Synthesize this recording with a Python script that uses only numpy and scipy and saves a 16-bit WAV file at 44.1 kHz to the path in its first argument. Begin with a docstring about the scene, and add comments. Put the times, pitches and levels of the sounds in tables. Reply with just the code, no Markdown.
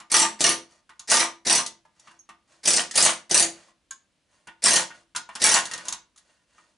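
"""Nine short hammering bursts: an air chisel cuts the rivets off a sheet-metal fan blade on a steel workbench.
Each burst is a puff of air, a short stroke and three to five full piston blows, made of decaying noise,
that crack the chisel, rattle the blade and thump the bench; their forces also ring a bank of metal modes.
Between bursts the tip is set down (clicks and short rings) and slid along (gritty noise); at the end the
freed blade clatters. A small workshop answers with close echoes and a short tail, over a faint hush."""
import sys
import numpy as np
from scipy import signal
from scipy.fft import rfft, irfft
from scipy.io import wavfile
from scipy.ndimage import uniform_filter1d

SR = 44100
rng = np.random.default_rng(int(sys.argv[2]) if len(sys.argv) > 2 else 0)


def pcm_store(signal):
    """Save signal as 16-bit PCM."""
    levels = np.round(np.clip(np.atleast_2d(signal), -1, 1) * 32767)
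    wavfile.write(sys.argv[1], SR, levels.astype(np.int16).T)


N = 298557
T = np.arange(SR // 2) / SR  # time within one event, s
HZ = np.fft.rfftfreq(N, 1 / SR)
EDGE_HZ = 11120  # upper band limit of the microphone signal

# Trigger pulls at the bench. All levels are relative, before the layers are coloured and mixed. Columns:
# valve_opens_s, short_stroke_s, first_full_blow_s, last_blow_s, chisel_crack_db, blade_rattle_db,
# bench_thump_db, last_blow_extra_crack_db, air_db, blade_bounce_db, piston_kick_db
TRIGGER_PULLS = [(0.099, 0.117, 0.14, 0.2160, -14, -20, -35.5, 1, -35.5, -26, -43.5),
                 (0.390, 0.4056, 0.44, 0.4904, -12.5, -22.5, -33.5, -1, -34.5, -30.5, -29.5),
                 (1.074, 1.1000, 1.1131, 1.1942, -14, -20.5, -36, -0.5, -31.5, -22.5, -40.5),
                 (1.449, 1.4672, 1.4965, 1.5760, -14.5, -24.5, -36.5, -10, -30.5, -32, -29),
                 (2.631, 2.6535, 2.674, 2.7630, -14.5, -27.5, -34, 2, -36, -22.5, -51),
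                 (2.938, 2.9552, 2.9745, 3.0500, -13.5, -23.5, -34, 4, -31, -18, -38.5),
                 (3.294, 3.3118, 3.343, 3.4225, -14, -24, -35, -6.5, -32, -41, -27),
                 (4.62, 4.638, 4.6553, 4.7572, -14, -22, -34, 4.5, -32, -24.5, -39),
                 (5.396, 5.4164, 5.4380, 5.5402, -13.5, -20.5, -34.5, 3.5, -34, -18.5, -36.5)]
# Spectrum shared by crack, rattle and thump: pitch_hz, level_db (relative, per Hz)
HAMMER_COLOUR = [(15, -64), (25, -31.5), (178, -8), (212, -8), (254, -4), (327, -6), (412, -5.5), (907, -3),
                 (1230, -3.5), (1330, -6.5), (1900, -4.5), (3590, -6), (6120, -4.5), (9200, -2),
                 (11000, -9), (14300, -31), (22000, -120)]
SHANK_DB, SHANK_T60_S = -19.5, .02  # ring of the shank at an ordinary blow
SHANK_MODES = [(2750, -13.5), (4600, -9.5), (5950, -2.5), (9000, -5.5)]  # pitch_hz, level_db


def hammer():
    """Each blow cracks the chisel, rattles the blade and thumps the bench; the blade bounces on after the last."""
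    crack, rattle, thump, shank = np.zeros((4, N))
    for opens, short, first, last, *force_db, last_db, _, bounce_db, kick_db in TRIGGER_PULLS:
        times, stroke_db = strokes(short, first, last, last_db)
        blow_db = stroke_db + [*force_db, SHANK_DB]
        for s, (crack_db, rattle_db, thump_db, shank_db) in zip(times, blow_db):
            snap = chatter(0.00071, .0075, 9.6) + .5 * chatter(0.0044, 0.03, 0.97)
            add(crack, s, amp(crack_db) * tint(snap, 0.001, 1500, 6900))
            add(rattle, s, amp(rattle_db) * tint(chatter(0.0061, 0.019, 1.6), 0.0036, 700, 3600))
            add(thump, s, amp(thump_db) * chatter(.0015, 0.03, 0.4))
            # pressed on the rivet the shank rings only briefly, at a pitch that shifts with each contact
            for hz, db in SHANK_MODES:
                contact = chatter(0.00024, 0.021, 0.81)
                contact_hz = hz * (1 + 0.072 * rng.standard_normal())
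                add(shank, s, amp(shank_db + db) * ring(contact, contact_hz, SHANK_T60_S))
        bounce = amp(bounce_db) * chatter(0.017, 0.022, 6.0)
        add(rattle, last + 0.0088, 2.25 * bounce)
        add(crack, last + 0.02, 1.4 * bounce)
        add(thump, last + .008, 0.13 * bounce)
        add(thump, opens + .014, amp(kick_db) * chatter(0.00099, 0.016, 1.0))
    dense = colour(crack, HAMMER_COLOUR, lo_hz=3200)
    dense += colour(rattle, HAMMER_COLOUR, 600, 3300)
    dense += colour(thump, HAMMER_COLOUR, hi_hz=720)
    force = np.array([amp(6.5) * thump, amp(-0.5) * rattle, amp(-13.5) * crack])  # on low, middle, high modes
    return amp(-1) * dense + shank, force


PISTON_HZ = 38  # nominal rate of full blows while the trigger is held
# Strokes against the middle of a burst: crack_db, rattle_db, thump_db, shank_ring_db
SHORT_DB = [-1.5, -6, -2, -4]
# The same columns for the first full blow, which bites into the rivet
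FIRST_BITE_DB = [1.8, 5.5, 2, 4.1]
# no two strokes are quite alike: random scatter of their time and strength
STROKE_JITTER_S, STROKE_SCATTER_DB = .0003, 0.52


def strokes(short, first, last, last_db):
    """A short stroke, then even blows until the trigger is let go: times, rows of (crack, rattle, thump, shank) dB."""
    count = round((last - first) * PISTON_HZ) + 1
    times = np.append(short, np.linspace(first, last, count))
    db = STROKE_SCATTER_DB * rng.standard_normal((count + 1, 4))
    db[0] += SHORT_DB
    db[1] += FIRST_BITE_DB
    db[-1, 0] += last_db
    return times + STROKE_JITTER_S * rng.standard_normal(count + 1), db


# Modes of blade, bracket and chisel: pitch_hz, first_place_db, second_place_db, third_place_db
METAL_MODES = [(213, -15.5, -15, -15.5), (335.1, -12.5, -10.5, -12), (368, -20, -25, -20.5),
               (511, -20, -20.5, -13.5), (711, -9.5, -11, -15.5), (901.4, -11.5, -16.5, -10),
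               (981, -8.5, -14.5, -6), (1075, -13.5, -21, -16), (1202, -5, -19, -21.5),
               (1434, -19.5, -23, -7.5), (1480, -23, -8.5, -6.5), (1644, -30.5, -20, -9),
               (1840, -24, -17, -6.5), (1840, -16.5, -14.5, -19.5), (1940, -18.5, -23, -21.5),
               (2755, -17, -14.5, -4), (4020, -13.5, -17, -17), (4100, -13, -21, -5.5),
               (4460, -5, -15.5, -12), (4530, -18.5, -12.5, -8.5), (4700, -7, -18.5, -18.5),
               (5100, -17.5, -10, -12.5), (5650, -7.5, -14.5, -12), (5710, -7, -18, -10),
               (6070, -15, -14.5, -8), (6158, -14, -8.5, -7.5), (6390, -17, -6.5, -11.5),
               (6250, -6, -11.5, -8.5), (7600, -11, -10.5, -11), (9500, -6.5, -13, -1.5)]
# When the tip moves to its next place on the blade: start_s
TIP_MOVES = [2.4, 4.2]
# How freely the metal rings at each of the three places: level_db
PLACE_RING_DB = [-4, -7.5, -7.5]
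RING_T60_AT_1KHZ_S = .15  # higher modes die sooner, lower ones later


def metal(low, middle, high):
    """The modes ring, each fed by the force in its own range; where the tip sits decides which ones wake."""
    t = np.arange(N) / SR
    place, out = np.searchsorted(TIP_MOVES, t), np.zeros(N)
    knots = np.arange(0, t[-1], .04)
    for hz, *dbs in METAL_MODES:
        force = low if hz < 600 else middle if hz < 3000 else high
        drive = force * amp(dbs)[place]
        # the shifting pressure of tip and hand bends each mode slightly
        bend = np.interp(t, knots, rng.standard_normal(len(knots)))
        bent_hz = hz + .22 * np.sqrt(hz) * bend
        turn = np.exp(2j * np.pi * np.cumsum(bent_hz) / SR)
        t60 = RING_T60_AT_1KHZ_S * np.sqrt(1000 / hz)
        r = 1000 ** (-1 / (t60 * SR))
        # shift the mode to 0 Hz, let it decay there, shift it back
        envelope = signal.lfilter([1], [1, -r], drive * turn.conj() + 1e-18)
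        out += 2 * np.sqrt(1 - r) * (turn * envelope).real
    return out * amp(PLACE_RING_DB)[place]


# Spectrum of the escaping air: pitch_hz, level_db (relative, per Hz)
AIR_COLOUR = [(100, -14.5), (700, -1.5), (1300, -8), (1900, 6.5), (3000, -7.5), (4900, 6), (7000, -0.5),
              (9000, 0), (11000, -4.5)]


def air():
    """The valve hisses: turbulent noise that swells from the pull of the trigger and shuts at the last blow."""
    out = np.zeros(N)
    for opens, _, _, last, *_, air_db, _, _ in TRIGGER_PULLS:
        t = T[:int((last - opens) * SR)]
        swell = (1.15 - np.exp(-t / 0.012)) * signal.windows.tukey(len(t), .03)
        add(out, opens, amp(air_db) * grit(len(t), 1.6) * swell)
    return colour(out, AIR_COLOUR)


# The tip and loose metal knocking, relative levels before colour and mix. Columns:
# start_s, bright_click_db, dull_knock_db, plate_pitch_hz, plate_ring_db, chisel_ring_db
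KNOCKS = [(0.001, -44.5, -42.5, 1227, -45.5, -56), (0.893, -53.5, -47, 1503, -49.5, -61),
          (0.9938, -38.5, -51, 1486, -54, -32.5), (1.663, -26.5, -55, 1993, -42, -33),
          (1.852, -68, -63, 914, -53, -74), (1.9952, -50.5, -77, 926, -68, -47),
          (2.073, -58, -47, 1216, -50, -60), (2.111, -57, -56.5, 1520, -52.5, -58),
          (2.29, -48.5, -44, 1174, -47, -58), (2.911, -29.5, -56, 1915, -39, -37),
          (3.685, -69, -61, 1050, -56.5, -65), (3.9084, -38.5, -50, 1583, -40.5, -24),
          (4.471, -47, -38, 1475, -49, -52), (4.905, -56.5, -42.5, 1455, -42, -58),
          (5.1496, -39.5, -33.5, 1460, -33, -44), (5.161, -23, -35.5, 1430, -29.5, -24),
          (5.29, -51, -41, 987, -37.5, -55), (5.352, -30, -33, 980, -49, -43),
          (5.654, -28.5, -38.5, 1990, -44, -30), (5.713, -32, -39, 1887, -34, -34),
          (5.735, -27.5, -40, 1880, -33, -30), (5.777, -36, -38, 1830, -50, -40),
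          (5.853, -39, -54, 1010, -46, -44), (5.883, -24.5, -36.5, 1130, -42, -18),
          (5.924, -25.5, -35.5, 1114, -40.5, -21.5), (6.16, -55, -65, 1246, -63.5, -55),
          (6.176, -48, -59.5, 1930, -63, -53.5), (6.582, -67.5, -58.5, 1260, -53, -69.5)]
# Spectrum shared by click and knock: pitch_hz, level_db (relative, per Hz)
TAP_COLOUR = [(60, -17.5), (200, -3.5), (500, -16), (1000, 2), (1600, -3), (2400, -3.5), (3500, 0.5),
              (7000, 1), (11000, -5)]
TIP_HZ = 6740  # touched lightly, the chisel rings at this pitch
# A cluster of plate modes: ratio to the plate pitch, level_db
PLATE_MODES = [(1, 0), (.966, -8), (1.09, -9), (.87, -11), (.68, -8), (1.45, -12), (1.85, -10), (2.3, -12)]
PING_S = 2.191
# The retaining spring, which pings once at PING_S: pitch_hz, level_db, t60_s
SPRING_MODES = [(6480, -46, .12), (5870, -57, .15), (10050, -64, .1)]


def taps():
    """Light knocks: a click, a dull body, a low ring of the plate that is touched and a high ring of the chisel."""
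    click, knock, rings = np.zeros((3, N))
    for s, click_db, knock_db, plate_hz, plate_db, tip_db in KNOCKS:
        add(click, s, amp(click_db) * chatter(0.00056, 0.0093, 3))
        add(knock, s, amp(knock_db) * chatter(0.0051, 0.017, 1.8))
        # the plate modes beat and die quickly under the hand
        for ratio, db in PLATE_MODES:
            mode = np.sin(2 * np.pi * (plate_hz * ratio * T + rng.random())) * np.exp(-T / .014)
            add(rings, s, amp(plate_db + db) * mode)
        add(rings, s, amp(tip_db) * ring(chatter(0.00066, 0.0034, 0.9), TIP_HZ, 0.01))
    for hz, db, t60 in SPRING_MODES:
        envelope = amp(db - 60 * T / t60) * (1 - np.exp(-T / .0006))
        add(rings, PING_S, envelope * np.sin(2 * np.pi * hz * T))
    dense = colour(click, TAP_COLOUR, lo_hz=3000)
    dense += amp(-1.5) * colour(knock, TAP_COLOUR, hi_hz=2840)
    force = np.array([amp(-5) * knock, knock, amp(-7) * click])  # on low, middle, high modes
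    return dense + rings, force


# Metal sliding over metal: start_s, length_s, hardest_press (share of the length), level_db there
# (relative, before colour and mix)
RUBS = [(0.681, 0.13, 0.26, -56), (1.94, 0.26, 0.5, -57.5), (2.467, 0.17, 0.33, -56), (3.527, .2, .22, -50),
        (4.278, .22, 0.26, -63), (4.921, 0.12, 0.25, -52), (5.305, 0.13, 0.59, -50),
        (5.674, 0.16, 0.35, -38), (5.791, 0.108, 0.8, -42), (6.176, 0.29, 0.42, -63.5),
        (6.46, 0.3, 0.41, -60)]
# Spectrum of the rubbing: pitch_hz, level_db (relative, per Hz)
SLIDE_COLOUR = [(59, -57), (100, -9), (215, -9.5), (404, -14.5), (611, 0), (701, -7.5), (1100, -8.5),
                (1260, -7.5), (1630, -9.5), (8190, -11.5), (11000, -19.5), (14300, -55.5), (22000, -120)]
SLIDE_EDGE_DB = -13  # pressure at either end against the hardest, before a short fade


def slides():
    """Gritty rubbing that swells and eases with the pressure of the hand and faintly rings the metal."""
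    level = np.zeros(N)
    for start, length, hardest, db in RUBS:
        u = np.linspace(0, 1, int(length * SR))
        easing = np.interp(u, [0, np.clip(hardest, 0, 1), 1], [1, 0, 1])
        fade = signal.windows.tukey(len(u), .15)
        add(level, start, amp(db + SLIDE_EDGE_DB * easing) * fade)
    rub = level * grit(N, 2.2)
    force = np.array([amp(-5.5) * rub, amp(-7.0) * rub, amp(-8) * rub])  # on low, middle, high modes
    return amp(-5.0) * colour(rub, SLIDE_COLOUR), force


# How long the small workshop rings on: pitch_hz, t60_s
WORKSHOP_T60 = [(60, 0.46), (250, 0.36), (1000, 0.28), (3000, 0.26), (6000, 0.23), (11000, 0.14)]


def workshop(x):
    """Close echoes from the side walls of the bench widen the centred direct sound; a short tail follows."""
    hz, t, z = signal.stft(rng.standard_normal((2, SR)), SR, nperseg=256)
    z *= amp(-60 * t / read(WORKSHOP_T60, hz)[:, None]) * (1 - np.exp(-t / 0.0029))
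    tail = signal.istft(z, SR, nperseg=256)[1][:, :len(T)]
    echo = amp(-8.5) * tail / np.linalg.norm(tail[0])
    # sparse close echoes, from 0.8 ms after the direct sound
    sparse = rng.random(len(T)) < .08
    near = rng.standard_normal(len(T)) * sparse * np.exp(-T / .006) * (T > .0008)
    echo[1] += amp(-4.5) * near / np.linalg.norm(near)
    mid, side = signal.fftconvolve(x[None], echo, axes=1)[:, :N]
    # the echoes spread most in the middle range
    side = signal.lfilter(*signal.butter(1, [420, 10000], "band", fs=SR), side)
    return x + mid + 0.49 * np.array([side, -side])


# Spectrum of the steady background: pitch_hz, level_db (relative, per Hz)
HUSH_COLOUR = [(12, -58), (20, -21.5), (38, -13), (59, -6.5), (81, -11.5), (295, -11), (395, -17.5),
               (572, -15), (785, -20.5), (3180, -20.5), (11000, -30), (14300, -65), (22000, -120)]
HUSH_DB = -73.5


def hush():
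    """A faint steady hush: coloured noise, with a weaker independent part opposed in left and right."""
    mid, side = colour(rng.standard_normal((2, N)), HUSH_COLOUR)
    return amp(HUSH_DB) * (mid + np.array([[.4], [-.4]]) * side)


def amp(db):
    """Decibels to gain."""
    return 10 ** (np.asarray(db) / 20)


def read(points, hz):
    """A table read on a log-frequency axis."""
    f, value = np.transpose(points)
    return np.interp(np.log(hz + 1), np.log(f + 1), value)


def add(mix, s, sound):
    """Lays a sound into the mix at time s."""
    part = mix[max(round(s * SR), 0):][:len(sound)]
    part += sound[:len(part)]


def colour(x, points, lo_hz=1, hi_hz=30000):
    """Gives white sound one band of a spectrum, keeping its power and its sharp attacks."""
    band = 1 / np.sqrt((1 + (lo_hz / (HZ + 1)) ** 8) * (1 + (HZ / hi_hz) ** 8))
    gain = amp(read(points, HZ)) * band
    gain /= np.sqrt(np.mean(gain ** 2 * (HZ < EDGE_HZ)))
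    # folding the cepstrum makes the filter minimum-phase: nothing sounds before the attack
    cepstrum = irfft(np.log(gain + 1e-5), N)
    cepstrum[1:N // 2] *= 2
    cepstrum[N // 2:] = 0
    response = irfft(np.exp(rfft(cepstrum)), N)[:len(T)]
    return irfft(rfft(x, 2 * N) * rfft(response, 2 * N))[..., :N]


def grit(size, spread_db):
    """Noise of unit power made of uneven micro-contacts about a millisecond long."""
    lumps = uniform_filter1d(rng.standard_normal(size), size=49) * np.sqrt(49)
    x = rng.standard_normal(size) * amp(spread_db * lumps)
    return x / x.std()


def chatter(rise, fall, spread_db):
    """A blow and a dying swarm of tiny rebounds (rise, fall in s); their total energy is set by the blow."""
    shape = (1 - np.exp(-T / rise)) * np.exp(-T / fall)
    x = grit(len(T), spread_db) * shape
    return x * np.linalg.norm(shape) / np.linalg.norm(x)


def tint(x, contact_s, lo_hz, hi_hz):
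    """No two contacts are alike: quick re-strikes give each blow its own colour, at the same energy in its band."""
    strikes = rng.standard_normal(len(T)) * np.exp(-T / contact_s)
    strikes[0] = np.linalg.norm(strikes)
    hz = np.fft.rfftfreq(len(T), 1 / SR)
    tinted = rfft(x) * rfft(strikes)
    band = (hz > lo_hz) & (hz < hi_hz)
    band_gain = np.sqrt(np.mean(abs(tinted[band]) ** 2))
    return irfft(tinted, len(T)) * np.linalg.norm(x) / band_gain


def ring(x, hz, t60):
    """One mode, a two-pole resonance that falls 60 dB in t60 seconds; white input keeps its power."""
    r = 1000 ** (-1 / (t60 * SR))
    poles = [1, -2 * r * np.cos(2 * np.pi * hz / SR), r * r]
    return np.sqrt(1 - r) * signal.lfilter([1, 0, -1], poles, x)


def scene():
    """All the metalwork in the room, over a faint steady hush."""
    blows, blow_force = hammer()
    knocks, knock_force = taps()
    rub, rub_force = slides()
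    ringing = metal(*(blow_force + knock_force + rub_force))
    work = blows + knocks + rub + air() + ringing
    return workshop(work) + hush()


CEILING = .68  # level that the rounded peaks approach, full scale = 1


def record(dry):
    """At the microphone the loudest cracks are rounded off; then a steep band limit."""
    rounded = CEILING * np.tanh(dry / CEILING)
    lowpass = signal.firwin(401, EDGE_HZ, window=("kaiser", 7), fs=SR)
    return signal.oaconvolve(rounded, lowpass[None], "same")


dry = scene()
out = record(dry)
pcm_store(out)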